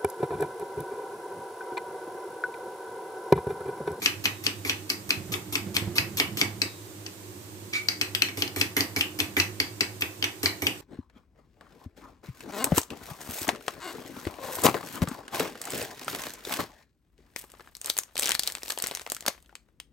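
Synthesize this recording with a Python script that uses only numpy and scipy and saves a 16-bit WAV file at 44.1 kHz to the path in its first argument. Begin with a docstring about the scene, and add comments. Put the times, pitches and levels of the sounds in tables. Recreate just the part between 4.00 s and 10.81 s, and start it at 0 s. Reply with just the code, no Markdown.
"""A fan's drone and a steady hiss come first, then soft touches and bright clinks of a steel spoon in thick yogurt.
The spoon stirs in a ceramic cup on a stone counter. On most turns it lands on the glaze (the cup's ringing modes
and steel crackle), slides (grainy noise) and clinks on the wall (louder modes). Each contact knocks the counter,
whose low modes ring. A small hard kitchen answers with fading noise tails, and a close phone hears it in stereo."""
import sys
import numpy as np
from scipy import signal
from scipy.fft import rfft, irfft, next_fast_len
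from scipy.io import wavfile

SR = 44100
rng = np.random.default_rng(int(sys.argv[2]) if len(sys.argv) > 2 else 0)


def to_wav(s):
    """Save 16-bit WAV."""
    ch = np.atleast_2d(s).T  # columns
    pcm = np.round(np.clip(ch, -1, 1) * 32767)  # PCM
    wavfile.write(sys.argv[1], SR, pcm.astype(np.int16))


N = 300321  # length in samples

# Clinks of the spoon on the cup wall:
# start_s, level_db, counter_knock_db, brightness_db_per_octave, favoured_ring_hz
WALL_CLINKS = [(0.0591, -1, -30, -3.5, 2660), (0.255, -3.5, -29.5, -7.5, 2560),
               (0.465, -3.5, -27.5, -3.5, 2640), (0.6955, -4, -31.5, -1.8, 2550),
               (0.9004, -6, -31.5, 0.5, 2600), (1.1053, -3.5, -29.5, -0.5, 2620),
               (1.339, -10.5, -28.5, -5.5, 2570), (1.554, -7, -28, 2.5, 2650), (1.7657, -3, -27.5, 0, 2700),
               (1.982, -2, -28, -6.5, 2600), (2.1992, -0.5, -23.5, -11, 2480), (2.4132, -2, -22, -4, 2380),
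               (2.6174, -4.5, -27.5, -2.5, 2420), (3.063, -20.5, -43, 0, 1960),
               (3.735, -15.5, -37, -3, 2270), (3.8855, -4, -38, -3, 2320), (3.9167, -22, -67, 0, 2240),
               (4.0125, -5, -31, -2, 2420), (4.149, -5.5, -39, 2, 2310), (4.22, -1.5, -30, 2.5, 2700),
               (4.286, -18.5, -37, -11, 2420), (4.4212, -5.5, -26.5, 1.5, 2770),
               (4.4767, -19, -40, -1, 2800), (4.6123, -3, -26.5, 1.5, 2640), (4.8063, -6, -25.5, 4, 2760),
               (5.009, -4, -34, 1.5, 2900), (5.2015, -4.5, -24.5, 0, 2530), (5.3991, -2.5, -45, -1, 2520),
               (5.6004, -3, -27, -2, 2430), (5.8076, -3.5, -27, -1.5, 2430),
               (6.0208, -7.5, -30.5, -5.5, 2520), (6.225, -9.5, -30.5, -4, 2830),
               (6.241, -5.5, -31, -3.5, 2440), (6.458, -3, -27.5, -4, 2380),
               (6.6678, -3.5, -26, -1.5, 2460)]
# Landings on the glaze, each followed by a slide up to the next clink:
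# start_s, level_db, counter_knock_db, slide_db, brightness_db_per_octave, favoured_ring_hz
GLAZE_LANDINGS = [(0.0187, -23, -34, -34, -12, 2230), (0.2397, -23, -35, -32.5, -6, 2500),
                  (0.4383, -22, -44, -39, 2.5, 2420), (0.649, -18.5, -28.5, -37.5, -12, 2430),
                  (0.893, -28, -46, -32.5, -4, 2700), (1.0916, -20, -44, -37, 2, 2140),
                  (1.3189, -21, -32.5, -33.5, 3, 2550), (1.5242, -21, -34.5, -34.5, 2, 2650),
                  (1.7427, -24, -36, -33.5, 5, 2400), (1.955, -19, -35, -32, 3, 2750),
                  (2.1705, -15.5, -39, -31.5, 5, 2800), (2.371, -17.5, -33, -34.5, 1, 2800),
                  (4.372, -19.5, -27.5, -39.5, 3, 2900), (4.561, -16, -24.5, -40, -1.5, 2150),
                  (4.598, -20, -45, -39, 7, 2600), (4.766, -7, -21, -35.5, -3.5, 1980),
                  (4.9622, -10.5, -22.5, -38.5, -5.5, 2400), (5.1887, -17, -28, -32, -3, 2540),
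                  (5.3669, -7.5, -20, -34.5, -17, 2070), (6.008, -18.5, -42, -38.5, 12, 2850),
                  (6.4306, -12.5, -22, -36, -2, 2750), (6.6199, -15.5, -22.5, -44, 0.5, 2300)]


def amp(db):
    """Turn decibels into a plain multiplier."""
    return 10 ** (np.asarray(db) / 20)


def unit(x):
    """Scale a sound to an average (RMS) strength of 1."""
    return x / np.sqrt(np.mean(x ** 2) + 1e-20)


def along(points, hz):
    """Read a curve of (pitch_hz, value) points, with pitch on a log axis."""
    pitch, value = np.transpose(points)
    return np.interp(np.log(hz + 1), np.log(pitch + 1), value)


def filtered(x, response):
    """Filter a sound by multiplying its spectrum with a response that depends on pitch."""
    length = x.shape[-1]
    padded = next_fast_len(length + 8192)
    spectrum = rfft(x, padded) * response(np.fft.rfftfreq(padded, 1 / SR))
    return irfft(spectrum, padded)[..., :length]


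def coloured(x, spectrum):
    """Shape a sound with a (pitch_hz, level_db) curve, then even out its strength."""
    return unit(filtered(x, lambda hz: amp(along(spectrum, hz))))


def resonant(modes):
    """A body that rings at several pitches: a response built from (pitch_hz, width_hz, level_db) modes."""
    def response(f):
        total = 0
        for k, (hz, width, db) in enumerate(modes):
            sign = (-1) ** k  # neighbours alternate in sign
            total = total + sign * amp(db) * 1j * f * width / (hz * hz - f * f + 1j * f * width)
        return total
    return response


def ports(balance, lead_s=0):
    """Give the two microphone ports their own colour, and let the left one hear the sound earlier by lead_s."""
    side = np.array([[.5], [-.5]])
    return lambda hz: amp(side * along(balance, hz)) * np.exp(2j * np.pi * hz * side * lead_s)


def add(track, sound, start_s):
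    """Mix a sound into a track at a given time."""
    start = round(start_s * SR)
    track[..., start:start + sound.shape[-1]] += sound


def kitchen(sound, gap_s=0.002):
    """Hard walls scatter the sound: a fresh noise tail for each port, each pitch dying at its own speed."""
    # pitch_hz, fade_by_60_db_s, relative_level_db
    room_fade = [(298, 0.2, 4), (890, 0.38, 3), (2530, 0.25, -0.5), (5530, 0.25, -4.5), (8060, 0.21, 3.5),
                 (14100, 0.3, -2.5)]
    hz, t, z = signal.stft(rng.standard_normal((2, SR // 2)), SR, nperseg=256)
    t60 = along([(row[0], row[1]) for row in room_fade], hz)[:, None]
    db = along([(row[0], row[2]) for row in room_fade], hz)[:, None]
    tail = signal.istft(z * amp(db - 60 * t / t60), SR, nperseg=256)[1]
    tail *= 1 - np.exp(-np.arange(tail.shape[1]) / (gap_s * SR))  # the walls answer one after another
    return signal.fftconvolve(sound[None], tail / np.linalg.norm(tail[0]), axes=1)


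def air():
    """Hiss and the fan's broad rush are shaped noise; its wavering drones are noise in narrow bands."""
    # pitch_hz, relative_level_db
    hiss_spectrum = [(290, -2), (500, -1.5), (764, -7), (1020, -5.5), (1310, -10.5), (1430, -9.5),
                     (5270, -12.5), (8410, -9), (9880, -16.5), (14900, -11.5), (15800, -30), (16500, -54)]
    # pitch_hz, relative_level_db
    rush_spectrum = [(15, -67), (25, -37), (64, -63), (83, -4.5), (102, 13.5), (125, -10.5), (189, -15),
                     (246, -36), (330, -2.5), (600, -20.5), (780, -57), (1320, -120)]
    # The fan's drones: pitch_hz, width_hz, level_db
    fan_drones = [(102.8, 4.7, -49), (309, 37, -51.5), (366, 24, -53.5)]
    # How alike left and right are: pitch_hz, likeness (1 = the same, 0 = unrelated)
    air_likeness = [(60, 0.54), (240, 0.65), (950, -0.0088), (3770, -0.11), (15000, 0.11)]
    # pitch_hz, left_over_right_db
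    air_balance = [(60, -11.5), (150, -1), (380, -3.5), (950, -5.5), (2380, -3), (5980, -5.5),
                   (15000, -3.5)]
    hiss_db, rush_db = -47.5, -48.5

    sound = np.zeros(N)
    for hz, width, db in fan_drones:
        band = resonant([(hz, width, 0)])
        drone = filtered(rng.standard_normal(N), lambda f: band(f) ** 2)
        sound = sound + amp(db) * unit(drone)

    def mid_and_side(spectrum):
        def response(hz):
            turn = np.arccos(np.clip(along(air_likeness, hz), -1, 1)) / 2
            return amp(along(spectrum, hz)) * np.array([np.cos(turn), np.sin(turn)])
        return filtered(rng.standard_normal((2, N)), response)

    for spectrum, db in (hiss_spectrum, hiss_db), (rush_spectrum, rush_db):
        mid, side = mid_and_side(spectrum)
        sound = sound + amp(db) * unit(np.array([mid + side, mid - side]))
    return filtered(sound, ports(air_balance))


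def shaking(rise_s=0.0076, t60_s=0.28, knock_db=-12):
    """How hard the slab trembles: the hands' steady work plus a fading shudder after every bump and knock."""
    # The hands shake the counter: time_s, level_db
    hand_shake = [(0.0, -44.5), (0.9, -47), (1.3, -38), (1.45, -44.5), (1.9, -35.5), (2.6, -40),
                  (2.75, -51.5), (4.3, -46), (5.3, -45), (6.81, -53)]
    # The hands bump the counter: start_s, level_db
    hand_bumps = [(1.17, -34), (1.29, -31), (1.66, -27.5), (1.812, -27), (1.868, -27), (1.96, -50),
                  (2.08, -39), (2.53, -50)]
    t = np.arange(N) / SR
    power = amp(np.interp(t, *np.transpose(hand_shake))) ** 2
    knocks = [(row[0], row[2] + knock_db) for row in WALL_CLINKS + GLAZE_LANDINGS]
    for start_s, db in hand_bumps + knocks:
        since = np.maximum(t - start_s, 0)
        shudder = amp(db - 60 * since / t60_s) * np.minimum(1, since / rise_s)
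        power = power + shudder ** 2
    return np.sqrt(power)


def counter(push_s=0.00038, lag_s=0.003963, spread_db=1.5):
    """The cup rocks just after each contact and the slab rings low; it also rumbles as the hands work."""
    # The slab's ringing modes: pitch_hz, width_hz, relative_level_db
    slab_modes = [(82, 24, -3), (95.4, 14, 3), (195, 8.7, -13), (298.7, 34, 9.5), (355, 42, 2.5),
                  (407, 30, 0.5), (521, 19.2, 1.5), (682.5, 43, -4), (811, 41, 1), (1190, 165, 2.5)]
    # What the shaken slab hums with: pitch_hz, width_hz, relative_level_db
    tremble_modes = [(101.5, 11.2, 2), (202.7, 24, -8), (344, 30, -10.5)]
    deep_hz, landing_deep_db = 150, 9.5  # a landing pushes down, so its knock is stronger below deep_hz
    t = np.arange(SR // 4) / SR
    push = np.exp(-((t - lag_s) / push_s) ** 2)  # a soft push, poor in treble
    contacts = [(row[0], row[2], 0) for row in WALL_CLINKS]
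    contacts += [(row[0], row[2], landing_deep_db) for row in GLAZE_LANDINGS]

    knocks = np.zeros(N + SR)
    for start_s, knock_db, deep_db in contacts:
        modes = []
        for (hz, width, db), chance in zip(slab_modes, rng.standard_normal(len(slab_modes))):
            modes.append((hz, width, db + spread_db * chance + deep_db * (hz < deep_hz)))
        thud = filtered(push, resonant(modes))
        add(knocks, amp(knock_db) * thud / np.abs(thud).max(), start_s)
    knocks = knocks[:N] + amp(-3.5) * kitchen(knocks)[0, :N]
    rumble = shaking() * unit(filtered(rng.standard_normal(N), resonant(tremble_modes)))
    return amp([[-3], [2.5]]) * (knocks + rumble)  # both ports hear it alike, the right one stronger


def sing(ring_hz=3800, t60_s=.7):
    """A thin, slightly unsteady ring of the steel: a fading tone of half a second, begun with some clinks."""
    # start_s, level_db
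    hanging_rings = [(0.2549, -47), (0.465, -51), (2.6182, -44.5)]
    track = np.zeros(N + SR)
    t = np.arange(SR // 2) / SR
    for start_s, db in hanging_rings:
        drift = np.cumsum(rng.standard_normal(len(t))) * 0.14  # wandering phase, radians
        tone = np.sin(2 * np.pi * ring_hz * t + drift)
        add(track, amp(db - 60 * t / t60_s) * tone, start_s)
    return track[:N] * amp([[2.5], [-2.5]])


def rub(level_db=-30.5, rise_s=0.0074, hold_s=0.035, t60_s=0.12):
    """The spoon's edge rubs down the wall: noise singing in a few modes swells, holds, then fades."""
    # pitch_hz, width_hz, relative_level_db
    rub_modes = [(1250, 69, -10.5), (2273, 60, 7.5), (3940, 700, -9.5), (5500, 2700, -16.5)]
    t = np.arange(SR // 4) / SR
    fading = np.maximum(t - rise_s - hold_s, 0)
    shape = np.minimum(1, t / rise_s) ** 3 * amp(level_db - 60 * fading / t60_s)
    return shape * unit(filtered(rng.standard_normal(len(t)), resonant(rub_modes)))


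def slide(length_s, grit_db=3):
    """Steel dragging over glaze: noise in uneven grains of about a millisecond."""
    # Steel on glaze: pitch_hz, relative_level_db
    glaze_spectrum = [(410, -50), (700, -15.5), (1170, 2), (1700, -20.5), (2300, -1.5), (3650, -0.5),
                      (6370, -2), (9100, -10), (12300, -2), (15000, -12), (16500, -55)]
    n = round(length_s * SR)
    grain_db = grit_db * np.repeat(rng.standard_normal(n // 40 + 1), 40)[:n]
    grains = rng.standard_normal(n) * amp(grain_db)
    return coloured(grains, glaze_spectrum) * np.minimum(1, np.arange(n) / (0.00033 * SR))


def strike(grit_db, groups_db, tilt_db, ring_hz, spread_db=3.5):
    """One blow of peak 1: the cup's modes, weighted by the place struck, plus the crackle of steel on glaze."""
    # The cup's modes, damped by the yogurt: pitch_hz, width_hz, relative_level_db
    cup_modes = [(1440, 960, -19), (2029, 200, -16), (2287, 160, -11), (2615, 203, -13.5),
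                 (2920, 344, -5.5), (3328, 906, 5.5), (4145, 314, -8.5), (4656, 526, -1), (5140, 587, -5.5),
                 (5706, 234, -15.5), (7990, 370, -18), (8040, 650, -22.5), (8400, 210, -54)]
    # The contact's own crackle: pitch_hz, relative_level_db
    crackle_spectrum = [(2940, -19), (5000, -16.5), (6480, -53), (8360, -14.5), (9570, -4.5), (11100, -6.5),
                        (12800, 3.5), (15200, -4.5), (16500, -26)]
    # The place struck favours low, middle or upper modes; upper pitch edges of these groups: edge_hz
    group_edges = [2500, 3500, 4900]
    favour_db, favour_octaves = 8, 0.12  # lift of the modes near the favoured ring, and how wide it is
    grit_per_brightness = 0.56  # duller blows crackle less (dB per dB per octave)

    t = np.arange(SR // 8) / SR
    hz, width, db = np.transpose(cup_modes)[:, :, None]
    level_draw, pitch_draw = rng.standard_normal((2, len(cup_modes), 1))
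    level = db + spread_db * level_draw
    level += np.append(groups_db, 0)[np.searchsorted(group_edges, hz)]
    level += tilt_db * np.log2(hz / group_edges[1])
    level += favour_db * np.exp(-(np.log2(hz / ring_hz) / favour_octaves) ** 2)
    tones = np.sin(2 * np.pi * hz * (1 + .005 * pitch_draw) * t)
    ring = (amp(level) * np.exp(-np.pi * width * t) * tones).sum(axis=0)
    ring *= 1 - np.exp(-t / 0.0004)  # soft start

    grit_shape = amp(grit_db + grit_per_brightness * tilt_db - 60 * t / 0.0093) * (1 - np.exp(-t / 0.00047))
    grit = grit_shape * coloured(rng.standard_normal(len(t)), crackle_spectrum)
    blow = ring / np.abs(ring).max() + grit
    return blow / np.abs(blow).max()


def nearby(sound, graze_s=0.001011, graze_db=-9, span_s=.006, fall_db=-6, count=5):
    """The tip grazes just before the blow; counter and hands throw quick echoes, different at each port."""
    when, sign = rng.random((2, 2, count))
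    taps = np.zeros((2, round((graze_s + span_s) * SR) + 1))
    places = ((graze_s + when * span_s) * SR).astype(int)
    taps[[[0], [1]], places] = np.sign(sign - .5) * amp(fall_db * (1.5 + when))  # later echoes are weaker
    taps[:, 0] = -amp(graze_db)
    taps[:, round(graze_s * SR)] = 1  # the blow itself
    return signal.fftconvolve(sound[None], taps / np.linalg.norm(taps, axis=1, keepdims=True), axes=1)


def spoon():
    """Everything the spoon does to the cup: clinks, landings with slides and one rub, near and in the room."""
    # pitch_hz, left_over_right_db
    cup_balance = [(60, -32), (110, 5), (200, -5.0), (380, -2), (700, -0.5), (1290, -3), (2380, -2.5),
                   (4400, 4.5), (8120, -4), (15000, 7)]
    clink_groups, landing_groups = [-7.5, -2.23, 0.99], [-6.5, -8, -5]  # low, middle, upper modes (dB)
    clink_grit_db, landing_grit_db = -16, -3.5  # crackle, before the effect of brightness
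    pan_mean_db, pan_spread_db = 3, 1.5  # clinks lean left
    rub_start_s = 3.725

    near, room = np.zeros((2, 2, N + SR))
    for start_s, db, _, *place in WALL_CLINKS:
        blow = amp(db) * strike(clink_grit_db, clink_groups, *place)
        pan_db = pan_mean_db + pan_spread_db * rng.standard_normal()
        add(near, nearby(blow) * amp(np.array([[.5], [-.5]]) * pan_db), start_s)
        add(room, amp(-3.0) * kitchen(blow), start_s)

    clink_times = np.array([row[0] for row in WALL_CLINKS])
    for start_s, db, _, slide_db, *place in GLAZE_LANDINGS:
        next_clink_s = clink_times[clink_times > start_s][0]
        drag = amp(slide_db) * slide(next_clink_s - start_s)
        drag = np.pad(drag, (0, SR // 8))[:SR // 8]  # as long as a blow
        touch = drag + amp(db) * strike(landing_grit_db, landing_groups, *place)
        add(near, nearby(touch), start_s)
        add(room, amp(0.5) * kitchen(touch), start_s)

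    drag = rub()
    add(near, drag, rub_start_s)
    add(room, amp(-0.5) * kitchen(drag), rub_start_s)
    direct = filtered(near[:, :N], ports(cup_balance, lead_s=0.00017))
    return direct + filtered(room[:, :N], ports(cup_balance))


def scene():
    """Add the background, the counter and the spoon together."""
    return air() + counter() + sing() + spoon()


def record(dry, top=.97, hard=6, top_hz=16500):
    """The phone cuts the deep bass, rounds off its loudest peaks and keeps nothing above its band limit."""
    def microphone(hz):
        bass_cut = (1j * hz / (1j * hz + 80)) ** 2
        return bass_cut / np.sqrt(1 + (hz / 15400) ** 40)

    sound = filtered(dry, microphone)
    sound = sound / (1 + np.abs(sound / top) ** hard) ** (1 / hard)
    return filtered(sound, lambda hz: hz < top_hz)


dry = scene()
out = record(dry)
to_wav(out)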